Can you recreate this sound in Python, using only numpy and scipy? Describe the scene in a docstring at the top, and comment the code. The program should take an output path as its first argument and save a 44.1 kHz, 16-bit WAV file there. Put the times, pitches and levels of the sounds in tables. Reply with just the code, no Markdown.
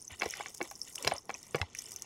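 """In a small furnished room, a fizzy drink is poured close by from a thin plastic bottle into a plastic cup.
Gulps of air excite the bottle's damped modes, so it knocks, glugs and thuds in irregular clusters.
In the cup the stream splashes and sloshes, small bubbles resonate with a rising chirp or burst,
and the foam fizzes throughout."""
import sys
import numpy as np
from scipy import signal
from scipy.fft import rfft, irfft
from scipy.io import wavfile
from scipy.ndimage import uniform_filter1d

SR = 44100
rng = np.random.default_rng(int(sys.argv[2]) if len(sys.argv) > 2 else 0)


def master_out(mix):
    """Clip the mix to full scale and print it as 16-bit PCM to the path in sys.argv[1]."""
    frames = np.transpose(np.atleast_2d(mix))
    ceiling = np.clip(frames, -1, 1)
    pcm = np.round(ceiling * 32767).astype(np.int16)
    wavfile.write(sys.argv[1], SR, pcm)


N = 90404

# Levels in the tables are relative: each source adds its own gain.
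# spectra of the room's background and its reverberation (frequency [Hz], level [dB])
ROOM_TONE_SPECTRUM = [(25, -9), (80, 2), (170, -1), (420, -4.5), (600, -17.5), (4000, -27.5), (15000, -59)]
REVERB_SPECTRUM = [(200, 16.5), (2500, -0.5), (6000, 10), (15000, 0.5)]
# tone of the fizz, ticks and splash, with an equaliser-like treble lift above 5 kHz
# (frequency [Hz], level [dB])
FIZZ_TONE = [(2000, -79), (4700, -7), (5300, 2.5), (6500, 1), (8000, -4), (10500, -5), (13000, -15),
             (15500, -14)]
TICK_TONE = [(1000, -16.5), (4500, -12), (5400, 4.5), (7000, 2), (10000, -4.5), (15500, -13.5)]
SPLASH_TONE = [(900, -10.5), (2000, 2), (3500, -3.5), (4800, -7), (7000, 12)]
# tone of the slosh (frequency [Hz], level [dB])
SLOSH_TONE = [(120, -15.5), (380, -4.5), (900, 0), (2000, -13.5)]
# envelopes of the fizz, whose top treble briefly cuts out
# (time [s], level below 8 kHz [dB], level above 8 kHz [dB])
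FIZZ_LEVELS = [(0, -55, -63.5), (.16, -62, -57.5), (.26, -58.5, -52.5), (.4, -54.5, -55), (.62, -59.5, -58),
               (.87, -53, -54), (1.15, -61, -52.5), (1.22, -66, -67), (1.4, -57.5, -58), (1.6, -60.5, -59),
               (1.73, -63.5, -90), (1.781, -52.5, -51.5), (2.05, -62, -63)]
# surges of the stream (time [s], splash level [dB], slosh level [dB])
STREAM_LEVELS = [(0.089, -80, -73), (0.102, -55, -60.5), (0.148, -55.5, -60), (0.166, -71, -78),
                 (0.238, -48, -41.5), (.3, -56.5, -60), (.39, -50.5, -59), (0.483, -59.5, -57),
                 (.53, -73, -71.5), (.58, -72.5, -70.5), (0.653, -53.5, -55), (.7, -70, -71),
                 (0.831, -77.5, -69), (0.881, -57.5, -67.5), (0.95, -76, -69), (0.984, -60, -57),
                 (1.071, -48.5, -47.5), (1.161, -52.5, -49), (1.21, -78.5, -71.5), (1.27, -79, -68),
                 (1.351, -58.5, -53.5), (1.376, -68, -71), (1.533, -70, -67), (1.579, -53.5, -51),
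                 (1.698, -70.5, -68), (1.8, -58, -73.5), (1.93, -65.5, -65.5)]
# bubbles bursting at the surface (time [s], level [dB])
POPS = [(0.2583, -33.5), (0.308, -29.5), (0.3711, -35), (0.5473, -31), (0.628, -32), (0.9566, -26.5),
        (1.026, -28.5), (1.049, -31), (1.0769, -22), (1.5575, -32.5), (1.7498, -34), (1.7896, -28),
        (1.7985, -51), (1.821, -34.5), (1.9093, -38), (1.919, -29.5), (1.962, -31.5), (2.022, -30)]
# single bubbles ringing in the cup (time [s], frequency [Hz], level [dB])
PINGS = [(0.017, 9200, -32), (0.049, 6960, -35.5), (0.079, 5920, -28.5), (0.198, 5590, -24.5),
         (0.2994, 6100, -30.5), (0.3377, 2000, -22.5), (0.338, 5040, -30), (0.8153, 5240, -21),
         (0.98, 2690, -27), (1.0753, 5270, -14.5), (1.1359, 8400, -26.5), (1.1641, 5640, -30.5),
         (1.181, 5060, -27.5), (1.3416, 5750, -27), (1.347, 2300, -33), (1.7504, 2180, -34),
         (1.787, 5400, -24), (1.961, 5850, -29.5), (2.021, 5910, -29.5)]
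# thuds of the heavier gulps (time [s], frequency [Hz], level [dB])
THUDS = [(0.115, 75.4, -48), (0.259, 65, -46), (1.054, 89, -42), (1.076, 137, -46.5), (1.128, 68, -46.5),
         (1.544, 145, -37.5), (1.61, 83, -31.5)]
# air pockets breaking into the bottle (time [s], frequency [Hz], level [dB])
GLUGS = [(.2235, 1066, -28), (.2325, 690, -28.5), (0.257, 425, -38.5), (.605, 785, -26.5), (.614, 335, -31),
         (1.1185, 672, -26.5), (1.547, 540, -28.5), (1.5995, 770, -34.5), (1.629, 860, -29.5)]
# modes of the part-filled bottle (frequency [Hz], level [dB], T60 [s])
BOTTLE_MODES = [(352, -1, 0.015), (504, -4.5, 0.051), (627, -4.5, 0.039), (778.6, -4.5, 0.053),
                (811, 1, 0.018), (1102, 0, 0.024), (1452, -2.5, 0.023), (1664, 0.5, 0.021),
                (2085, 5.5, 0.011), (2242, 4.5, 0.029), (2650, 4, 0.023), (3340, 6.5, 0.0097),
                (4180, 6, 0.016), (5030, 9.5, 0.0078)]
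# knocks of the bottle (time [s], hollow level [dB], body level [dB], wall level [dB], edge level [dB])
KNOCKS = [(0.2109, -65, -44, -38, -58), (0.2193, -39, -34.5, -26.5, -39), (0.2223, -29, -43, -48, -67),
          (.2327, -40, -36.5, -40.5, -42), (0.2599, -26.5, -36, -45, -51), (0.3995, -46.5, -34.5, -65, -69),
          (0.4068, -79, -31.5, -37.5, -91), (0.4598, -88, -38, -42, -54), (0.6057, -33, -33, -54, -70),
          (0.613, -35.5, -37.5, -30.5, -50), (0.7128, -72, -32, -53, -59), (1.0475, -31.5, -34, -38, -41.5),
          (1.0705, -25, -34, -33, -60), (1.075, -28, -24, -31, -27.5), (1.0811, -35, -44, -63, -48),
          (1.113, -45, -38, -34, -51), (1.1192, -34, -22, -50, -45.5), (1.294, -41, -30.5, -42.5, -51),
          (1.3027, -47.5, -34.5, -37.5, -54.5), (1.546, -25, -25.5, -35.5, -43),
          (1.55, -25, -44, -31.5, -48), (1.5588, -38, -27, -45, -51), (1.6152, -41, -37.5, -30, -34)]
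KNOCK_REGIONS_HZ = (400, 720, 2200, 4000)  # hollow, body, wall, edge


def undb(db):
    """The decibel scale: 20 dB is a factor of ten in amplitude."""
    return 10 ** (np.asarray(db) / 20)


def unit(x):
    """Normalisation to an rms of 1."""
    return x / np.sqrt(np.mean(x ** 2))


def envelope(points):
    """Amplitude envelope interpolated through (time [s], level [dB]) points."""
    return undb(np.interp(np.arange(N) / SR, *np.array(points).T))


def colour(x, points):
    """Zero-phase filtering by a spectrum of (frequency [Hz], level [dB]) points."""
    hz, db = np.array(points).T
    bins_hz = np.maximum(np.fft.rfftfreq(len(x), 1 / SR), 1)
    return irfft(rfft(x) * undb(np.interp(np.log(bins_hz), np.log(hz), db)), len(x))


def add(out, start, sound):
    """Superposition: a sound joins the mix at its start time in seconds."""
    i = int(np.clip(start * SR, 0, N - 1))
    out[i:i + len(sound)] += sound[:N - i]


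def bubble(hz, decay_cycles, rise_cycles, glide):
    """Minnaert resonance: a bubble rings as a damped oscillator, gliding up as it nears the surface."""
    cycles = np.arange(int(6 * decay_cycles * SR / hz) + 2) * hz / SR
    tone = np.sin(2 * np.pi * cycles * (1 + glide * cycles / decay_cycles / 2))
    return tone * np.exp(-cycles / decay_cycles) * (1 - np.exp(-cycles / rise_cycles)) ** 2


def swarm(count, low_hz, high_hz, decay_cycles, spread_db):
    """Incoherent summation of bubbles of random time, pitch and strength; rms 1."""
    out = np.zeros(N)
    for when, pitch, faintness, life in rng.random((count, 4)):
        hz = low_hz + (high_hz - low_hz) * pitch
        cycles = decay_cycles * np.exp(2 * life - 1)
        strength = undb(-spread_db * np.log(faintness + .03))
        add(out, when * N / SR, strength * np.sqrt(hz / cycles) * bubble(hz, cycles, cycles / 2, glide=0))
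    return unit(out)


def room_tone(level_db=-64.5):
    """Stationary noise, strongest in the bass, forms the room's background."""
    return undb(level_db) * unit(colour(rng.standard_normal(N), ROOM_TONE_SPECTRUM))


def reverberation(x, t60_s=0.075, onset_s=0.0007):
    """Diffuse reflections decay exponentially, and quickly in a furnished room."""
    t = np.arange(SR // 3) / SR
    tail = colour(rng.standard_normal(len(t)), REVERB_SPECTRUM)
    tail *= np.exp(-np.log(1000) * t / t60_s) * np.clip(t / onset_s, 0, 1)
    return undb(-13) * signal.fftconvolve(x, tail / np.linalg.norm(tail))[:N]


def foam(burst_s=.00055, crossover_hz=8100):
    """Shot noise: tiny bubbles ring and burst at random, merging into a fizz over a fine hiss."""
    pings = swarm(count=700, low_hz=5000, high_hz=14000, decay_cycles=6, spread_db=5)
    bursts = np.zeros(N)
    age = np.arange(SR // 150) / SR / burst_s
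    for when, faintness in rng.random((260, 2)):
        add(bursts, when * N / SR, age * np.exp(-age) / (faintness + .06) ** .8)
    crackle = unit(bursts * rng.standard_normal(N))
    hiss = undb(-6.5) * rng.standard_normal(N)
    fizz = undb(2) * unit(pings + undb(2) * crackle) + hiss
    fizz = np.std(fizz) * unit(colour(fizz, FIZZ_TONE))
    top_treble = signal.sosfiltfilt(signal.butter(2, crossover_hz, "high", fs=SR, output="sos"), fizz)
    levels = np.array(FIZZ_LEVELS)
    return envelope(levels[:, [0, 1]]) * (fizz - top_treble) + envelope(levels[:, [0, 2]]) * top_treble


def stream(wash_t60_s=.022):
    """Air entrainment: the stream's small bubbles patter and blur into a wash; larger ones slosh."""
    t = np.arange(SR // 20) / SR
    patter = swarm(count=2800, low_hz=1100, high_hz=5000, decay_cycles=2.6, spread_db=3.4)
    blur = rng.standard_normal(len(t)) * np.exp(-np.log(1000) * t / wash_t60_s)
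    wash = undb(-2) * unit(signal.fftconvolve(patter, blur)[:N])
    splash = undb(2) * unit(colour(patter + wash, SPLASH_TONE))
    large_bubbles = swarm(count=1800, low_hz=170, high_hz=1400, decay_cycles=2, spread_db=4)
    slosh = unit(colour(large_bubbles, SLOSH_TONE))
    levels = np.array(STREAM_LEVELS)
    return envelope(levels[:, [0, 1]]) * splash + envelope(levels[:, [0, 2]]) * slosh


def bubble_pops(rise_s=.0006, decay_s=.0011):
    """Film rupture: a bursting surface bubble radiates a brief, hence broadband, tick."""
    out, t = np.zeros(N), np.arange(SR // 100) / SR
    shape = np.exp(-t / decay_s) * (1 - np.exp(-t / rise_s))
    for start, db in POPS:
        add(out, start - rise_s, undb(db + 9.5) * rng.standard_normal(len(t)) * shape)
    return colour(out, TICK_TONE)


def bubble_pings(typical_rise_s=.0008, typical_decay_s=.0012, wobble_s=.0008):
    """Free oscillation: the clearest bubbles chirp upwards, roughened by random amplitude modulation."""
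    out = np.zeros(N)
    variety = np.exp(.22 * rng.standard_normal((len(PINGS), 2)))
    for (start, hz, db), (life, bend) in zip(PINGS, variety):
        ping = bubble(hz, typical_decay_s * life * hz, typical_rise_s * life * hz, glide=.036 * bend ** 2)
        add(out, start, undb(db + 9) * ping / np.sqrt(life))
    span = int(wobble_s * SR)
    wobble = unit(uniform_filter1d(uniform_filter1d(rng.standard_normal(N), span), span))
    return out * (1 + .38 * wobble)


def thuds(rise_s=0.0042, decay_s=0.008):
    """Heavily damped oscillation: the liquid's weight briefly rocks the bottle."""
    out, t = np.zeros(N), np.arange(SR // 6) / SR
    shape = (1 - np.exp(-t / rise_s)) ** 2 * np.exp(-t / decay_s)
    for start, hz, db in THUDS:
        add(out, start, undb(db + 10.5) * np.sin(2 * np.pi * hz * t) * shape)
    return out


def glugs():
    """Bubble resonance: each air pocket entering the bottle rings at a pitch set by its size."""
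    out = np.zeros(N)
    for start, hz, db in GLUGS:
        add(out, start, undb(db + 3.5) * bubble(hz, decay_cycles=2.2, rise_cycles=0.29, glide=0.018))
    return out


def bottle_knocks(scatter=.025, rise_cycles=0.22, crack_s=0.0026, crack_hz=(1150, 5370), low_cut_hz=174):
    """Modal vibration: each gulp flexes the thin wall, which cracks and rings in its damped modes."""
    out, t = np.zeros(N), np.arange(SR // 12) / SR
    mode_hz, mode_db, t60_s = np.array(BOTTLE_MODES).T
    decay = np.exp(-np.log(1000) * t / t60_s[:, None])
    crack_band = signal.butter(2, crack_hz, "band", fs=SR, output="sos")
    for start, *region_db in KNOCKS:
        drive_db = np.interp(np.log(mode_hz), np.log(KNOCK_REGIONS_HZ), region_db)
        gains = undb(mode_db + drive_db) * rng.choice([-1, 1], len(mode_hz))
        detuned_hz = mode_hz * (1 + scatter * rng.standard_normal(len(mode_hz)))
        cycles = detuned_hz[:, None] * t
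        swell = 1 - np.exp(-cycles / rise_cycles)  # low modes build up later
        ring = gains @ (np.sin(2 * np.pi * cycles) * decay * swell)
        crack = signal.sosfilt(crack_band, rng.standard_normal(len(t))) * np.exp(-t / crack_s)
        add(out, start, ring + undb(region_db[-1] + 8) * crack)  # the crack follows the edge level
    return signal.sosfilt(signal.butter(2, low_cut_hz, "high", fs=SR, output="sos"), out)


def scene():
    """Superposition of direct sound, reverberation and background in one channel."""
    direct = bottle_knocks() + glugs() + thuds() + bubble_pings() + bubble_pops() + foam() + stream()
    return (direct + reverberation(direct) + room_tone())[None]


def record(dry, cutoff_hz=15700):
    """Band limiting: a steep low-pass filter removes the highest treble."""
    return signal.sosfilt(signal.ellip(8, .2, 70, cutoff_hz, fs=SR, output="sos"), dry)


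dry = scene()
out = record(dry)
master_out(out)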